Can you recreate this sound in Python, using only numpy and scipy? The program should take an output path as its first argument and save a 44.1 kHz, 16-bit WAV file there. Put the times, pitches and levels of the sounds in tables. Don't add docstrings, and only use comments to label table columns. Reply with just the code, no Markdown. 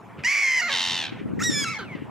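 import sys
import numpy as np
from scipy import signal
from scipy.fft import rfft, irfft, next_fast_len
from scipy.io import wavfile
from scipy.ndimage import uniform_filter1d, map_coordinates

SR = 44100
rng = np.random.default_rng(int(sys.argv[2]) if len(sys.argv) > 2 else 0)


def invert_db(x):
    u = np.asarray(x, float) / 20
    return 10 ** u


def wav_record(signal):
    frames = np.transpose(np.atleast_2d(signal))
    bounded = np.clip(frames, -1, 1)
    quanta = np.round(bounded * 32767).astype(np.int16)
    wavfile.write(sys.argv[1], SR, quanta)


N = 92610


def unit(x):
    return x / np.sqrt(np.mean(x ** 2) + 1e-20)


def along(points, hz):
    f, v = np.transpose(points)
    return np.interp(np.log(hz + 1), np.log(f + 1), v)


def over_time(points, t):
    return np.interp(t, *np.transpose(points))


def wobble(rate, size=N):
    knots = rng.standard_normal(int(size * rate / SR) + 4)
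    return map_coordinates(knots, [np.arange(size) * rate / SR])


def coloured(x, spectrum):
    m = next_fast_len(len(x) + 4096)
    gains = invert_db(along(spectrum, np.fft.rfftfreq(m, 1 / SR)))
    return unit(irfft(rfft(x, m) * gains, m)[:len(x)])


def patchy(spectrum, patchy_db):
    z = signal.stft(rng.standard_normal(N), nperseg=512)[2]
    field = uniform_filter1d(rng.standard_normal(z.shape), 5, 0)
    field = unit(uniform_filter1d(field, 5, 1))
    noise = signal.istft(z * invert_db(patchy_db * field), nperseg=512)[1][:N]
    return coloured(noise, spectrum)


# (time [s], level [dB])
RUMBLE_LEVEL = [(0.0, -48), (0.02, -45.5), (0.1, -51.5), (0.21, -42), (0.34, -59), (0.87, -50),
                (0.92, -41.5), (1.03, -44), (1.51, -32), (1.77, -46), (2.03, -39.5), (2.1, -41.5)]
# (frequency [Hz], relative level [dB])
RUMBLE_SPECTRUM = [(15, -84), (25, -43), (105, -2.5), (171, -1), (358, -10), (560, -16), (700, -39),
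                   (910, -59), (1540, -120)]
# (time [s], level [dB])
BUFFET_LEVEL = [(0, -58), (.2, -46), (.34, -62), (.6, -57), (.87, -54.5), (1.0, -45.5), (1.2, -40),
                (1.3, -29.5), (1.48, -30), (1.6, -33), (1.75, -45.5), (1.9, -43), (2.1, -42.5)]
# (frequency [Hz], relative level [dB])
BUFFET_SPECTRUM = [(24, -79), (40, -42), (182, -17), (254, -16), (560, -32.5), (966, -54), (1500, -71),
                   (3300, -120)]
# (time [s], envelope peak of the opposed part [dB])
THUMPS = [(1.125, -25), (1.216, -22.5), (1.26, -20), (1.337, -16.5), (1.384, -19.5), (1.421, -19.5),
          (1.498, -11), (1.621, -22.5), (1.953, -22), (2.023, -24.5)]
THUMP_HZ, THUMP_S, THUMP_MID_DB = 266, 0.0033, -9


def wind():
    t = np.arange(N) / SR

    def lumpy(spectrum):
        lumps_db = 2 * wobble(49) + 0.96 * wobble(9.6)
        return coloured(rng.standard_normal(N) * invert_db(lumps_db), spectrum)

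    thumps = np.zeros(N)
    for s, db in THUMPS:
        envelope = invert_db(db) * np.exp(-((t - s) / THUMP_S) ** 2)
        thumps += envelope * np.cos(2 * np.pi * THUMP_HZ * (t - s) + rng.normal(0, 0.83))
    mid = invert_db(over_time(RUMBLE_LEVEL, t)) * lumpy(RUMBLE_SPECTRUM) + invert_db(THUMP_MID_DB) * thumps
    side = invert_db(over_time(BUFFET_LEVEL, t)) * lumpy(BUFFET_SPECTRUM) + thumps
    return np.array([mid + side, mid - side])


# (frequency [Hz], relative level [dB])
SHORE_SPECTRUM = [(210, -96), (350, -4.5), (574, -10.5), (631, -3), (1030, -5), (2450, -17), (4560, -35),
                  (6900, -34), (15800, -45.5)]
SHORE_DB, SHORE_WIDE_DB = -49, -10


def shore():
    mid = patchy(SHORE_SPECTRUM, patchy_db=3.0)
    side = invert_db(SHORE_WIDE_DB) * patchy(SHORE_SPECTRUM, patchy_db=2.0)
    return invert_db(SHORE_DB + 0.18 * wobble(9.6)) * np.array([mid + side, mid - side])


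JITTER_RATE = 500
BREATH_DB = 6.5
DULL_HZ = 3920
SHADOW_HZ = 2500


def at_ports(mono, pan_db, lag_us):
    hz = np.fft.rfftfreq(N, 1 / SR)
    half_lag = np.exp(1j * np.pi * hz * lag_us / 10 ** 6)
    right = half_lag / invert_db(pan_db * hz / (hz + SHADOW_HZ))
    return irfft(rfft(mono) * [1 / right, right], N)


def gull(call, throat, gain_db=0., pan_db=0., lag_us=0., trill=None, depth=0., shut=.2, bend=0.,
         jitter_hz=122, restart=False, turn=.5, ramp=.3, early=0., steep=2., smear=.089, thin_db=0.,
         tilt_db=3, ground=((0, 0),)):
    s, pitch, level_db, rough = np.transpose(call)
    first, last = int(s[0] * SR), int(s[-1] * SR)
    t = np.arange(first, last) / SR
    pitch, level_db = np.interp(t, s, pitch), np.interp(t, s, level_db)
    rough = np.interp(t, s, np.clip(rough, 0, 1))

    beat = .5 + 0 * t
    if trill:
        beat = np.interp(t, *np.transpose(trill), left=.5, right=.5) % 1
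    from_closure = np.abs((beat + early + .5) % 1 - .5)
    gate = 1 - min(depth, 1) * np.exp(-(from_closure / shut) ** steep)
    lift = np.tanh((beat - turn) / ramp)

    bent = pitch * (1 + bend * (lift - lift.mean()) / 2)
    jitter = jitter_hz * rough * wobble(JITTER_RATE, size=len(t))
    phase = 2 * np.pi * np.cumsum(bent + jitter) / SR
    if restart:
        new_beat = np.diff(beat, prepend=0) < -.5
        phase = phase - np.maximum.accumulate(phase * new_beat)

    k = np.arange(1, int(15500 / pitch.min()) + 1)[:, None]
    gains = invert_db(along(throat, k * pitch)) * (k * pitch < 16000)
    gains[0] *= invert_db(over_time(ground, t) + thin_db * (1 + lift) / 2)
    overtones = gains * np.cos(k * phase + smear * k ** 2)
    tone = overtones.sum(0) / np.sqrt((gains ** 2).sum(0) / 2)

    breath_throat = [(hz, db + tilt_db * np.log2(hz / 4000)) for hz, db in throat]
    pulses = (1 + np.sin(phase)) ** 2
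    breath = coloured(rng.standard_normal(len(t)) * pulses, breath_throat)
    voice = tone * np.sqrt(1 - rough ** 2) + rough * invert_db(BREATH_DB) * breath

    dull = signal.sosfilt(signal.butter(2, DULL_HZ, fs=SR, output='sos'), voice)
    voice = dull + (voice - dull) * invert_db(level_db - level_db.max())
    edge = np.clip(np.minimum(t - t[0], t[-1] - t) / .003, 0, 1)
    out = np.zeros(N)
    out[first:last] = voice * gate * edge * invert_db(level_db + gain_db)
    return at_ports(out, pan_db, lag_us)


# (start [s], length [s], peak level [dB], pitch [Hz])
CROAKS = [(.17, 0.071, -47, 1366), (1.091, 0.12, -46, 788), (1.161, 0.087, -48, 598.5),
          (1.901, 0.18, -50, 955)]
# (frequency [Hz], relative gain [dB])
FAR_THROAT = [(500, -55), (1200, -5), (2200, -2), (3100, -9.5), (4500, -24.5), (7000, -41), (12000, -67)]
CROAK_ROUGH, CROAK_SAG, CROAK_TRILL_HZ = 0.57, 0.073, 98.8


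def croaks():
    birds = np.zeros((2, N))
    for s, length, db, hz in CROAKS:
        call = [(s, hz, db - 14, CROAK_ROUGH),
                (s + .3 * length, hz, db, CROAK_ROUGH),
                (s + length, hz * (1 - CROAK_SAG), db - 10, CROAK_ROUGH)]
        trill = [(s, 0), (s + length, length * CROAK_TRILL_HZ)]
        birds += gull(call, FAR_THROAT, trill=trill, depth=0.31, shut=0.077)
    return birds


# (frequency [Hz], time to fall 60 dB [s])
ICE_DECAY = [(300, 0.3), (2500, 0.38), (6000, 0.34), (9000, 0.13), (15000, 0.39)]


def echoes(x):
    hz, t, z = signal.stft(rng.standard_normal((2, SR // 3)), SR, nperseg=256)
    decay_db = -60 * t / along(ICE_DECAY, hz)[:, None]
    tail = signal.istft(z * invert_db(decay_db), SR, nperseg=256)[1]
    return signal.fftconvolve(x, tail / np.linalg.norm(tail[0]), axes=1)[:, :N]


# (time [s], pitch [Hz], level before gain [dB], roughness [0-1])
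SCREAM = [(.236, 786, -23.5, .4), (.244, 889, -34.5, .2), (.247, 933, -22, .1), (.275, 1033, -21.5, .12),
          (.293, 1111, -21, .2), (.335, 1161, -22.5, .25), (.387, 1115, -22.5, .24), (.415, 1128, -23, .2),
          (.437, 1088, -21, .15), (.517, 1030, -22, .15), (.561, 1029, -22.5, .17), (.583, 1018, -21, .13),
          (.607, 935.5, -22.5, .08), (.615, 897, -26.5, .1)]
# (time [s], closures so far [count])
SCREAM_TRILL = [(.2725, -1), (.3123, 3), (.347, 7), (.4204, 15), (.4908, 22), (.502, 23), (.5958, 30),
                (.61, 31)]
# (frequency [Hz], relative gain [dB])
SCREAM_THROAT = [(400, -35), (1100, -22), (1600, -16.5), (2150, 2.5), (2700, -12), (3200, -19.5),
                 (3700, -34.5), (4200, -20.5), (5200, -16), (6300, -16), (7100, -24.5), (9000, -36),
                 (15000, -47.5)]


def scream():
    return gull(SCREAM, SCREAM_THROAT, 0.39, -1.8, 21.0, SCREAM_TRILL, depth=0.99, shut=0.073,
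                bend=0.086, jitter_hz=117, turn=0.11, ramp=0.37)


# (time [s], pitch [Hz], level before gain [dB], roughness [0-1])
BREAK = [(.614, 719, -25.5, .14), (.628, 727, -25.5, .1), (.638, 692, -26, .08), (.676, 704.6, -27, .12),
         (.702, 556, -27, 0.12), (.722, 562, -30, 0.1), (.745, 494.6, -31.5, 0.078),
         (.765, 438, -38, 0.087), (.79, 401, -36, 0.19)]
# (frequency [Hz], relative gain [dB])
BREAK_THROAT = [(350, -9.5), (700, -15.5), (1400, -5), (2100, 1.5), (2800, -13), (3500, -27), (4200, -11),
                (4900, -19.5), (7000, -20.5), (8500, -43), (15000, -39)]


def scream_break():
    return gull(BREAK, BREAK_THROAT, 0.23, -3.0, 28)


# (start [s], end [s], mean frequency [Hz], mean level [dB])
HUM = (.62, .95, 240, -50)


def hum():
    start, end, hz, db = HUM
    t = np.arange(N) / SR
    edge = np.clip(np.minimum(t - start, end - t) / 0.013, 0, 1)
    level = invert_db(db + 1.1 * wobble(8.7))
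    return level * edge * np.sin(2 * np.pi * np.cumsum(hz + 4 * wobble(8.83)) / SR)


# (time [s], pitch [Hz], level before gain [dB], roughness [0-1])
RATTLE = [(.68, 970, -42, .35), (.7, 950, -30.5, .32), (.726, 935, -26, .28), (.844, 935, -26, .28),
          (.944, 922, -27, .28), (1.0, 875, -28.5, .3), (1.056, 800, -30.5, .28), (1.105, 735, -40.5, .3)]
# (time [s], closures so far [count])
RATTLE_TRILL = [(.6802, 0), (.7022, 2), (.7567, 7), (.8694, 17), (.9846, 27), (1.0344, 31), (1.088, 35),
                (1.102, 36)]
# (frequency [Hz], relative gain [dB])
RATTLE_THROAT = [(350, -70), (600, -5.5), (900, -8.5), (1400, -6.5), (1870, -11.5), (2340, -7),
                 (2850, -6.5), (3750, -0.5), (5110, -13.5), (5600, -10.5), (15000, -47)]
# (frequency [Hz], relative gain [dB])
SECOND_THROAT = [(500, -32), (1040, -13), (2100, -7.5), (3100, -1), (4200, -7), (12000, -52)]
SECOND_RATIO = 1.11


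def rattle():
    first = gull(RATTLE, RATTLE_THROAT, 1.6, -0.037, -24, RATTLE_TRILL, depth=0.91, shut=0.24,
                 bend=0.028, jitter_hz=58.3, restart=True, turn=0.46, ramp=0.085, early=0.053,
                 steep=4.3, smear=0.062, thin_db=-12.5)
    higher = [(s, hz * SECOND_RATIO, db, rough) for s, hz, db, rough in RATTLE]
    second = gull(higher, SECOND_THROAT, -1.4, 0, -10, RATTLE_TRILL, depth=0.74, shut=0.28,
                  jitter_hz=55, early=-0.13, steep=8.1, restart=True)
    return first + second


# (time [s], pitch [Hz], level before gain [dB], roughness [0-1])
YELP_START = [(1.389, 912, -44, 0.34), (1.393, 932, -35.5, 0.45), (1.403, 1002, -32.5, 0.56),
              (1.406, 1223, -31, 0.08), (1.426, 1472, -26, 0.34), (1.431, 1700, -49, .4)]
# (frequency [Hz], relative gain [dB])
START_THROAT = [(600, -23), (1300, 1.5), (1900, 11), (2800, -12), (4200, -17), (5500, -7), (7000, -4),
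                (9000, -27.5), (15000, -28)]


def yelp_start():
    return gull(YELP_START, START_THROAT, 0.11, -0.5, 10)


# (time [s], pitch [Hz], level before gain [dB], roughness [0-1])
YELP = [(1.426, 1866, -27.5, 0.12), (1.434, 1816, -26.5, 0.1), (1.438, 1884, -24.5, 0.39),
        (1.443, 1911, -24.5, 0.13), (1.47, 1920, -23, 0.02), (1.495, 1859, -25.5, 0.043),
        (1.512, 1795, -28.5, 0.31), (1.524, 1782, -26, 0.13), (1.548, 1767, -25, 0.098),
        (1.565, 1708, -25, 0.041), (1.6, 1719, -25, 0.14), (1.634, 1653, -27, 0.16),
        (1.643, 1632, -24.5, 0.13), (1.648, 1368, -29, 0.13), (1.687, 1283, -28.5, 0.14),
        (1.706, 1350, -31, 0.06), (1.73, 1291, -33, 0.12), (1.745, 1140, -35.5, 0.16),
        (1.762, 973, -36, 0.28)]
# (frequency [Hz], relative gain [dB])
YELP_THROAT = [(300, -1), (900, 1), (1400, 12.5), (3500, -0.5), (5400, 4), (7400, -1), (8500, -12),
               (11500, -18.5), (13000, -35)]
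# (time [s], gain [dB])
YELP_GROUND = [(1.442, -14.5), (1.45, -3), (1.49, -5.5), (1.51, -14.5), (1.6, -12), (1.632, -21),
               (1.645, -4.5)]


def yelp():
    return gull(YELP, YELP_THROAT, 0.078, -1.3, 6.7, tilt_db=6.5, ground=YELP_GROUND)


# (time [s], pitch [Hz], level before gain [dB], roughness [0-1])
WHINE = [(1.53, 1110, -46, .1), (1.542, 1162, -35, .05), (1.58, 1166, -33, .05), (1.62, 1119, -33, .07),
         (1.646, 1111, -37, .15), (1.706, 1120, -31.5, 0.2), (1.728, 1111, -33, 0.2),
         (1.772, 1095, -32.5, 0.15), (1.782, 1075, -38, 0.14)]
# (time [s], closures so far [count])
WHINE_TRILL = [(1.649, -3), (1.774, 9)]


def whine():
    return gull(WHINE, SCREAM_THROAT, 0.3, 0.16, -53, WHINE_TRILL, depth=0.83, shut=0.21)


# (time [s], pitch [Hz], level before gain [dB], roughness [0-1])
YELP_END = [(1.74, 880, -52, .2), (1.76, 880, -46, .15), (1.774, 860, -39, .12), (1.787, 820, -38, .1),
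            (1.792, 485, -36, .12), (1.802, 465, -35, .12), (1.812, 400, -38, .15), (1.83, 370, -39, .18),
            (1.862, 330, -54, .3)]
# (frequency [Hz], relative gain [dB])
END_THROAT = [(300, -1), (800, -11), (1500, 2.5), (2200, -28), (4200, -10), (6500, -51), (8000, -42),
              (15000, -43)]


def yelp_end():
    return gull(YELP_END, END_THROAT, 0.51, -3.1, 21.3)


# (time [s], pitch [Hz], level before gain [dB], roughness [0-1])
SLIDE = [(1.785, 1593, -36.5, 0.12), (1.803, 1555, -41, 0.25), (1.841, 1527, -46, 0.11),
         (1.861, 1329, -51.5, 0.15), (1.903, 1119, -43, 0.11), (1.937, 1020, -42.5, 0.18),
         (1.96, 970, -47, 0.13)]
# (frequency [Hz], relative gain [dB])
SLIDE_THROAT = [(900, -3), (1550, -4.5), (2200, 12), (3100, -7), (4600, -17), (6500, -13.5), (12000, -47)]


def slide():
    return gull(SLIDE, SLIDE_THROAT, 0.72, 0.38, 49)


def scene():
    birds = croaks() + scream() + scream_break() + rattle()
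    birds = birds + yelp_start() + yelp() + whine() + yelp_end() + slide()
    return birds + invert_db(-13.5) * echoes(birds) + wind() + shore() + hum()


def low_pass(x):
    return signal.sosfilt(signal.butter(12, 15850, fs=SR, output="sos"), x)


def record(dry):
    return low_pass(dry)


dry = scene()
out = record(dry)
wav_record(out)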